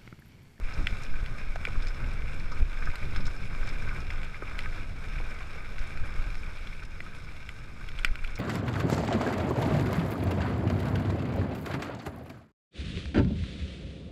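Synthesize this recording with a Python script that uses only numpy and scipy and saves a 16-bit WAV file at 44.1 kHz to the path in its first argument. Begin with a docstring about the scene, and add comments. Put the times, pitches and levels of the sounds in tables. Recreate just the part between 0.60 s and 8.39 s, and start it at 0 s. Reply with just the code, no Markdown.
"""Mountain bike on loose gravel

A bike rolls downhill, heard by a small camera in a plastic housing on the rider. Shaped noise makes wind at
the microphone port; hiss and noise grains ring the housing as tyre crunch. Noise bursts through resonances
make rattles, knocks, tyre thumps and stones on the frame; paired falling sines make a thin chirp now and then.
"""
import sys
import numpy as np
from scipy import signal
from scipy.fft import rfft, irfft, next_fast_len
from scipy.io import wavfile
from scipy.ndimage import uniform_filter1d

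SR = 44100
rng = np.random.default_rng(int(sys.argv[2]) if len(sys.argv) > 2 else 0)


def to_wav(s):
    """Save 16-bit WAV."""
    ch = np.atleast_2d(s).T  # columns
    pcm = np.round(np.clip(ch, -1, 1) * 32767)  # PCM
    wavfile.write(sys.argv[1], SR, pcm.astype(np.int16))


N = 343539
BLOCK = 2 ** 12  # samples given to one blow, and to each side of a pressure drop

# wind on the port, before flicker: t/s, buffet level/dB, rumble level/dB
WIND_CURVE = [(0.0, -37, -37), (0.04, -20.5, -45.5), (0.15, -42, -41), (0.19, -23, -36),
              (0.43, -33.5, -44.5), (0.54, -18.5, -42), (0.82, -33.5, -42), (0.86, -23.5, -43),
              (1.04, -33.5, -41.5), (1.17, -24.5, -38.5), (1.32, -27, -45), (1.36, -38, -38.5),
              (1.43, -26.5, -38.5), (1.67, -30, -36.5), (1.73, -27, -42.5), (1.99, -27, -38),
              (2.01, -24.5, -29), (2.1, -30, -46.5), (2.29, -23.5, -40), (2.38, -37, -45),
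              (2.44, -25.5, -36.5), (2.68, -26.5, -37), (2.75, -30, -45), (2.83, -28, -41.5),
              (3.31, -26, -39), (3.33, -35.5, -35), (3.59, -26, -41), (3.79, -38, -47), (4.05, -27, -41),
              (4.37, -35, -41.5), (4.65, -27.5, -41), (4.76, -35, -45), (5.13, -32.5, -44),
              (5.22, -25.5, -47), (5.28, -38.5, -41.5), (5.41, -23, -38.5), (5.52, -33, -41),
              (5.6, -25, -42.5), (5.97, -34, -46.5), (7.12, -40.5, -45.5), (7.51, -26, -46.5),
              (7.57, -43, -44.5), (7.64, -25.5, -47.5), (7.77, -34.5, -43)]
# spectral shape of the slow pressure swings: f/Hz, relative level/dB
BUFFET_COLOUR = [(4.7, -31), (8, 9), (14, 1), (26, 2.5), (45, -17), (70, -33), (130, -91)]
# spectral shape of the small eddies: f/Hz, relative level/dB
RUMBLE_COLOUR = [(30, -39), (55, -2), (120, -10), (250, -22.5), (500, -33), (900, -45.5), (1500, -92)]
# sudden pressure drops as an eddy crosses the port: t/s, level of the pointed part/dB
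PRESSURE_DROPS = [(0.19, -9), (0.327, -10.5), (0.562, -15), (0.63, -8.5), (1.178, -8.5), (1.641, -12.5),
                  (2.025, -7), (2.291, -12), (2.579, -9), (2.669, -11.5), (3.013, -19), (3.102, -17),
                  (3.291, -14.5), (5.207, -14.5), (5.593, -13.5), (5.667, -13.5), (5.814, -16.5),
                  (7.453, -15), (7.513, -12)]
# tyres on gravel: t/s, crunch level/dB, fine grit level/dB
ROLL_CURVE = [(0.0, -50, -61), (0.11, -44.5, -56.5), (0.28, -46, -56), (0.82, -47, -58.5),
              (1.21, -46.5, -58.5), (1.4, -46.5, -59), (2.27, -47, -58.5), (2.51, -44.5, -55.5),
              (2.68, -46, -56), (2.88, -46.5, -58.5), (3.24, -44, -56), (3.48, -45, -57.5),
              (3.81, -48, -60), (4.09, -45, -57), (4.28, -47.5, -59), (4.65, -45, -57), (4.85, -46, -58.5),
              (5.13, -47.5, -58.5), (5.45, -44.5, -57.5), (5.6, -47, -57.5), (5.91, -48.5, -58.5),
              (6.19, -51, -60.5), (7.23, -51.5, -60.5), (7.77, -49, -61)]
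# grain sizes: centre f/Hz, mean strikes/s, level before the band filter/dB
GRAIN_SIZES = [(354, 90, -6), (725, 120, -11), (1230, 250, -4.5), (1500, 260, -4.5), (2060, 220, -5),
               (2300, 280, -9.5), (2760, 280, -3.5), (3900, 330, -8), (5600, 240, -9), (8100, 280, -6.5),
               (12000, 100, -18)]
# broad colour of the housing: f/Hz, gain/dB
SHELL_COLOUR = [(60, -21), (150, -2), (300, -4), (550, -0.5), (800, -5.5), (1100, -4.5), (1900, -8),
                (2800, -19), (3300, -20), (4500, -23), (6000, -27), (9000, -30), (12000, -37.5),
                (13500, -39), (15000, -44)]
# housing resonances, added as power to the broad colour: f/Hz, width/Hz, gain/dB
HOUSING_RINGS = [(1263, 49, 5), (1524, 197, 2.5), (2123, 91, -1), (2336, 286, 1.5), (2717, 125, -8),
                 (3580, 890, -16.5), (5010, 30, -12), (5205, 65, -10.5), (5390, 540, -21.5),
                 (6660, 220, -27), (11370, 580, -33)]
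# sprays of grit and chain rattle: t/s, peak level/dB, centre f/Hz, decay constant/ms
RATTLE_EVENTS = [(0.1367, -41.5, 5100, 11), (0.422, -45, 5040, 5), (0.4346, -39, 6000, 4.6),
                 (0.775, -54, 5220, 5), (1.222, -38, 4200, 5.5), (1.2695, -34, 4980, 5.4),
                 (1.2838, -36, 5160, 3.1), (1.7974, -39.5, 4600, 4.3), (1.9169, -41, 4970, 10),
                 (2.255, -42, 5440, 5), (2.562, -32, 4000, 5.2), (2.604, -40, 4200, 5),
                 (2.6543, -37, 4150, 5.6), (2.666, -35, 5570, 8.8), (2.7641, -44, 5240, 4.6),
                 (3.072, -40, 5500, 5.4), (3.0894, -40, 5210, 7), (3.4033, -39, 5260, 5.1),
                 (4.2305, -43, 3780, 5.9), (5.19, -41.5, 5300, 5.4), (5.971, -41, 3670, 6.1),
                 (6.076, -44, 4100, 5.6), (6.25, -44, 3880, 2.8), (6.252, -47, 7440, 3.3),
                 (7.3935, -42, 7400, 3), (7.6214, -57, 7900, 2), (7.7054, -52, 7800, 2),
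                 (7.755, -35, 5500, 6.8)]
# soft knocks through the mount: t/s, peak level/dB, centre f/Hz, contact decay/ms
KNOCK_EVENTS = [(0.176, -35, 2340, 5.1), (0.539, -36, 1510, 3.5), (0.9583, -33.5, 1390, 4.3),
                (1.0703, -26, 2240, 2.6), (1.085, -35, 1220, 7.9), (1.156, -33, 1260, 4.2),
                (1.6795, -32.5, 2260, 2.8), (1.918, -35.5, 1150, 14), (2.172, -36, 2270, 6.8),
                (2.272, -27, 1480, 12), (2.298, -36, 2250, 4.3), (2.336, -36, 970, 7.5),
                 (2.428, -31.5, 1960, 2.9), (2.524, -35.5, 2280, 4), (2.56, -28, 1580, 4.2),
                (2.627, -38, 2550, 4), (2.666, -32.5, 1530, 3.4), (2.679, -32.5, 1190, 3.5),
                (2.9483, -32, 1210, 6), (3.267, -33, 1430, 13), (3.277, -34, 2250, 2.5),
                (3.292, -28.5, 2280, 1.4), (3.311, -31.5, 1490, 7.7), (3.7442, -31, 2190, 4.5),
                (3.822, -30.5, 1260, 3), (3.8774, -36, 2320, 2.7), (3.912, -33, 1600, 3),
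                (3.9465, -34, 1470, 4), (4.0585, -26, 1580, 2.8), (4.582, -33, 2210, 4),
                (5.005, -34.5, 2310, 3), (5.832, -34.5, 2420, 6.9), (5.865, -39, 2350, 4),
                (6.195, -37, 2400, 4), (6.221, -38, 1500, 4.9), (6.464, -38, 1420, 3.4),
                (7.393, -33.5, 1330, 2.9), (7.397, -42, 2300, 2.8), (7.427, -52, 1520, 3.1),
                (7.4795, -31, 2300, 1.6), (7.487, -37, 1490, 3.9), (7.59, -36, 2350, 4.2),
                (7.6944, -37, 2330, 3.3), (7.7203, -38.5, 2430, 2.5), (7.778, -35, 2300, 3.3)]
# the tyre thumps over larger stones: t/s, peak level/dB, centre f/Hz, contact decay/ms
THUMP_EVENTS = [(0.208, -44, 256, 3.2), (0.9583, -28, 750, 2.5), (1.076, -32, 400, 9.9),
                (1.155, -38, 328, 4.4), (1.474, -38, 250, 4), (1.739, -41, 250, 4.2),
                (1.915, -41, 328, 5.1), (2.011, -39, 220, 3.5), (2.272, -37.5, 520, 4.7),
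                (2.535, -38, 288, 4), (2.6, -40, 272, 3.7), (3.375, -39, 330, 5.3), (3.428, -38, 264, 3.7),
                (3.823, -30, 386, 3.5), (3.913, -39, 277, 5.8), (4.601, -32.5, 318, 4.5),
                (6.402, -40, 400, 2.6), (7.447, -33, 330, 2.5)]
# stones that strike the frame:
# t/s, ring peak level/dB, crack against the ring/dB, tilt/dB per octave, contact decay/ms, most driven f/Hz
STONE_EVENTS = [(0.2696, -12, -20.5, 4.5, 0.26, 1830), (0.6604, -28, -13.5, 0, 0.31, 3300),
                (1.0513, -16, -19, 1, 0.12, 2420), (1.27, -33, -17, -5, 0.35, 2400),
                (2.355, -28.5, -9, -2, 2.1, 3340), (3.1, -37, -15, 3, 0.6, 3300),
                (3.503, -25.5, -21, 0, 1.5, 2190), (3.6311, -27.5, -16, 1, 0.21, 2380),
                (3.9896, -20.5, -13, 8, 0.36, 2090), (5.182, -30, -14, 1, 0.6, 2200),
                (5.373, -30, -14, -6, 1, 2300), (6.071, -32, -14, 0, 3.1, 3260),
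                (6.4037, -25, -20, 2, 0.78, 1930), (6.89, -25, -16, 6, 0.49, 2200),
                (7.2872, -28.5, -15, 10, 0.62, 2160), (7.388, -25, -17, 9, 0.2, 3280),
                (7.4466, -7.5, -15.5, 3, 0.8, 1910), (7.5551, -25, -15.5, 1, 0.51, 2260),
                (7.641, -29.5, -13, -5, 0.35, 1500), (7.646, -25.5, -17, 4, 0.5, 2390),
                (7.675, -33, -12, 8, 0.35, 2300)]
# modes the stones ring, before the ring and crack filters: f/Hz, relative level/dB, t60/s
FRAME_MODES = [(1453, 1, 0.015), (2015, -1.5, 0.021), (2347, 2.5, 0.015), (2724, -0.5, 0.015),
               (3020, -2.5, 0.017), (3430, 0, 0.013), (4100, 12, 0.015), (4680, 2.5, 0.033),
               (5230, 4.5, 0.016), (7240, 3, 0.009), (8100, -1.5, 0.011), (9240, -6, 0.0076),
               (11080, 1.5, 0.0047), (13200, -8, 0.0033)]
# onsets of the two-tone chirps: t/s
CHIRP_TIMES = [2.846, 5.445, 6.54]

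BUFFET_FLICKER_DB, RUMBLE_FLICKER_DB = 0.76, 1.2  # quick random gusts around the curve
DROP_S = 0.022  # time scale of a pressure drop
TICKS_PER_S, TICK_DB, TICK_S = 70, -7.5, 0.0013  # base rate, level before the band filter, decay constant
RING_SWAY, TREBLE_SWAY = 0.024, 0.0032  # share by which low and high resonances shift, each way
CRACK_LAG_S = .0008  # the high modes speak after the first soft push
CHIRP_S, CHIRP_DB, CHIRP_HZ = .038, -70.5, (10400, 11080)  # length, peak of each partial, starting pitches
CHIRP_FALL = .015  # share of its pitch that a chirp loses
TOP_HZ = 15300  # upper edge of the camera's passband


def undb(db):
    """Gain of a level in dB."""
    return 10 ** (np.asarray(db) / 20)


def level(x, db):
    """Scale to an rms level in dB."""
    return x * undb(db) / np.sqrt(np.mean(x ** 2))


def columns(table):
    """Curve columns, one value per sample."""
    s, *cols = np.transpose(table)
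    return [np.interp(np.arange(N) / SR, s, c) for c in cols]


def colour(points, size):
    """Gain on the bins of a transform, from (f/Hz, dB) points joined on a log frequency axis."""
    hz, db = np.transpose(points)
    return undb(np.interp(np.log(np.fft.rfftfreq(size, 1 / SR) + 1), np.log(hz), db))


def band(hz, centre, q):
    """Response of one resonance, gain 1 at its centre."""
    return 1 / (1 + 1j * q * (hz / centre - centre / hz))


def housing(size, pitch=1.):
    """Causal response of the housing: broad colour with the resonances on top."""
    hz = np.fft.rfftfreq(size, 1 / SR)
    power = colour(SHELL_COLOUR, size) ** 2
    for f, width, db in HOUSING_RINGS:
        power = power + undb(2 * db) / (1 + (2 * (hz - f * pitch) / width) ** 2) ** 2
    # folding the cepstrum forward gives minimum phase: nothing sounds before the blow
    cepstrum = irfft(np.log(power) / 2, size)
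    cepstrum[1:size // 2] *= 2
    cepstrum[size // 2 + 1:] = 0
    return np.exp(rfft(cepstrum))


def walk(rate):
    """Random levels held 1 / rate s and slewed twice, without slow drift; spread near 1."""
    hold, levels = int(SR / rate), rng.standard_normal(size=500)
    steps = levels[np.arange(N) // hold % len(levels)]
    slewed = uniform_filter1d(uniform_filter1d(steps, hold), hold)
    return 1.55 * (slewed - uniform_filter1d(slewed, int(.35 * SR)))


def even(x, span_s):
    """Noise with its slower swells divided out, rms near 1."""
    span = int(span_s * SR)
    power = uniform_filter1d(uniform_filter1d(x ** 2, span), span)
    return x / np.sqrt(power + 1e-12)


def coloured_noise(points):
    """Random noise with the spectral shape of the points."""
    size = next_fast_len(N)
    return irfft(rfft(rng.standard_normal(size)) * colour(points, size), size)[:N]


def decaying(strikes, decay_s):
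    """Let every strike die away exponentially."""
    return signal.lfilter([1], [1, -np.exp(-1 / (decay_s * SR))], strikes)


def blows(rows, touch=0., debris_db=-30):
    """Rows (t/s, contact/ms, parts): a decaying burst sent through its (peak dB, response) parts."""
    out, t = np.zeros(N + BLOCK), np.arange(BLOCK) / SR
    noise = rng.standard_normal((len(rows), BLOCK))
    # a hard first touch, and loose bits that settle afterwards
    noise[:, 0] += touch
    debris = undb(debris_db) * np.exp(-t / 0.014)
    for (s, ms, parts), burst in zip(rows, noise):
        contact = np.exp(-t * 1000 / max(ms, .05))
        blow = rfft(burst * (contact + debris))
        for db, response in parts:
            sound = irfft(blow * response, BLOCK)
            out[int(s * SR):][:BLOCK] += undb(db) * sound / np.abs(sound).max()
    return out[:N]


def wind():
    """Slow pressure swings with sharp drops and, above them, the puffing rumble of small eddies."""
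    buffet_db, rumble_db = columns(WIND_CURVE)
    swing = even(coloured_noise(BUFFET_COLOUR), 0.043)
    eddies = even(coloured_noise(RUMBLE_COLOUR), 0.12)
    # suction is sharper than push
    swing = swing - 0.065 * (swing ** 2 - 1)
    out = undb(buffet_db + BUFFET_FLICKER_DB * walk(9)) * swing
    out += undb(rumble_db + RUMBLE_FLICKER_DB * walk(22)) * eddies
    # a pointed dip between two shallow swells of equal area
    t = np.arange(-BLOCK, BLOCK) / SR / DROP_S
    swells = np.exp(-(t / 1.8) ** 2) * 2 / 1.6 / (1.8 * np.sqrt(np.pi))
    dip = np.exp(-1.6 * np.abs(t)) - swells
    for s, drop_db in PRESSURE_DROPS:
        out[int(s * SR) - BLOCK:][:2 * BLOCK] -= undb(drop_db) * dip
    return out


def swayed(spectrum, size, share, blend):
    """Crossfade between a flat and a sharp housing, so its resonances seem to wander as it shakes."""
    flat, sharp = (irfft(spectrum * housing(size, 1 + k * share), size)[:N] for k in (-1, 1))
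    return np.cos(blend) * flat + np.sin(blend) * sharp


def gravel():
    """A hiss of crushed grit, scraping grains of every size and small ticks, through the housing."""
    crunch_db, fine_db = columns(ROLL_CURVE)
    size = 2 * next_fast_len(N // 2 + BLOCK)
    hz = np.fft.rfftfreq(size, 1 / SR) + 1
    hiss = undb(0.74 * walk(14)) * rng.standard_normal(N)
    spectrum = rfft(level(hiss, -5.0), size)

    clumps_db = 1.17 * walk(11)  # clustering shared by all sizes
    for centre, rate, db in GRAIN_SIZES:
        strikes = (rng.random(N) < rate / SR) * undb(7.5 * np.minimum(rng.exponential(size=N), 1.9))
        # larger grains scrape longer, and they come in clusters
        scrape = decaying(strikes, 0.0035 + 2.6 / centre)
        scrape = scrape * undb(clumps_db + 1.83 * walk(12)) * rng.standard_normal(N)
        spectrum = spectrum + rfft(level(scrape, db), size) * band(hz, centre, 2.05)

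    # small stones tick over a broad range
    ticks = rng.random(N) < TICKS_PER_S / SR * undb(4 * walk(5))
    ticks = ticks * undb(6.2 * np.minimum(rng.exponential(size=N), 2.2))
    ticks = decaying(ticks, TICK_S) * rng.standard_normal(N)
    spectrum = spectrum + rfft(level(ticks, TICK_DB), size) * band(hz, 3200, 0.72)

    # crunch and fine grit part at 3200 Hz
    treble = 1 / (1 + (3200 / hz) ** 8)
    blend = np.pi / 4 * (1 + np.tanh(0.84 * walk(11)))
    crunch = swayed(spectrum * (1 - treble), size, RING_SWAY, blend)
    fine = swayed(spectrum * treble, size, TREBLE_SWAY, blend)
    return undb(crunch_db) * level(crunch, 0) + undb(fine_db) * level(fine, 0)


def rattles():
    """Bright, scattered bursts that ring the upper housing resonances."""
    hz = np.fft.rfftfreq(BLOCK, 1 / SR) + 1
    upper = housing(BLOCK) ** 1.11 / (1 + 2600 / (1j * hz)) ** 4
    return blows([(s, ms, [(db, upper * band(hz, f, 1.37) ** 2)]) for s, db, f, ms in RATTLE_EVENTS])


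def knocks():
    """Rounded blows ring the housing near their centre."""
    hz = np.fft.rfftfreq(BLOCK, 1 / SR) + 1
    body = housing(BLOCK) ** 1.08
    rows = [(s, ms, [(db, body * band(hz, f, 1.8) ** 2)]) for s, db, f, ms in KNOCK_EVENTS]
    return blows(rows, touch=5.6)


def thumps():
    """Dull, compact blows of the tyre carcass."""
    hz = np.fft.rfftfreq(BLOCK, 1 / SR) + 1
    rows = [(s, ms, [(db, band(hz, f, 0.71) ** 2)]) for s, db, f, ms in THUMP_EVENTS]
    return blows(rows, touch=6.0)


def stones():
    """Hard, brief contacts: the low frame modes ring, the high ones crack."""
    t, hz = np.arange(BLOCK) / SR, np.fft.rfftfreq(BLOCK, 1 / SR) + 1
    ring = crack = 0
    for k, (f, db, t60) in enumerate(FRAME_MODES):
        decay = np.exp(-np.log(1000) * t / t60)
        # neighbouring modes have opposite sign
        mode = (-1) ** k * rfft(undb(db) * np.sin(2 * np.pi * f * t) * decay)
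        if f < 3700:
            ring = ring + mode
        else:
            crack = crack + mode
    # a small stone cannot drive the bass, and the low modes carry no treble
    bass = 1200 / (1j * hz)
    ring = ring / (1 + 0.92 * bass + bass ** 2) ** 2 / (1 + 1j * hz / 3600) ** 3
    lag = np.exp(-2j * np.pi * hz * CRACK_LAG_S)
    crack = crack * lag / (1 + 3400 / (1j * hz)) ** 2
    octaves = np.log2(np.clip(hz, 1000, 3800) / 2000)
    rows = []
    for s, db, crack_db, tilt_db, ms, f in STONE_EVENTS:
        driven = ring * (1 + 1.1 * band(hz, f, 12)) * undb(tilt_db * octaves)
        rows.append((s, ms, [(db, driven), (db + crack_db, crack)]))
    return blows(rows, touch=7.6, debris_db=-22)


def chirps():
    """Short whistles of two sine partials that fall a little together."""
    out, t = np.zeros(N), np.arange(int(CHIRP_S * SR)) / SR
    bend = t - CHIRP_FALL * t ** 2 / CHIRP_S / 2  # time slows, so the pitch falls
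    swell = np.sqrt(np.sin(np.pi * t / CHIRP_S))
    tones = undb(CHIRP_DB) * swell * sum(np.sin(2 * np.pi * f * bend) for f in CHIRP_HZ)
    for s in CHIRP_TIMES:
        out[int(s * SR):][:len(t)] += tones
    return out


def scene():
    """All sources at the one microphone."""
    return (wind() + gravel() + rattles() + knocks() + thumps() + stones() + chirps())[None]


def record(dry):
    """The camera cuts the top with a steep elliptic low-pass."""
    return signal.sosfilt(signal.ellip(10, .2, 70, TOP_HZ, fs=SR, output="sos"), dry)


dry = scene()
out = record(dry)
to_wav(out)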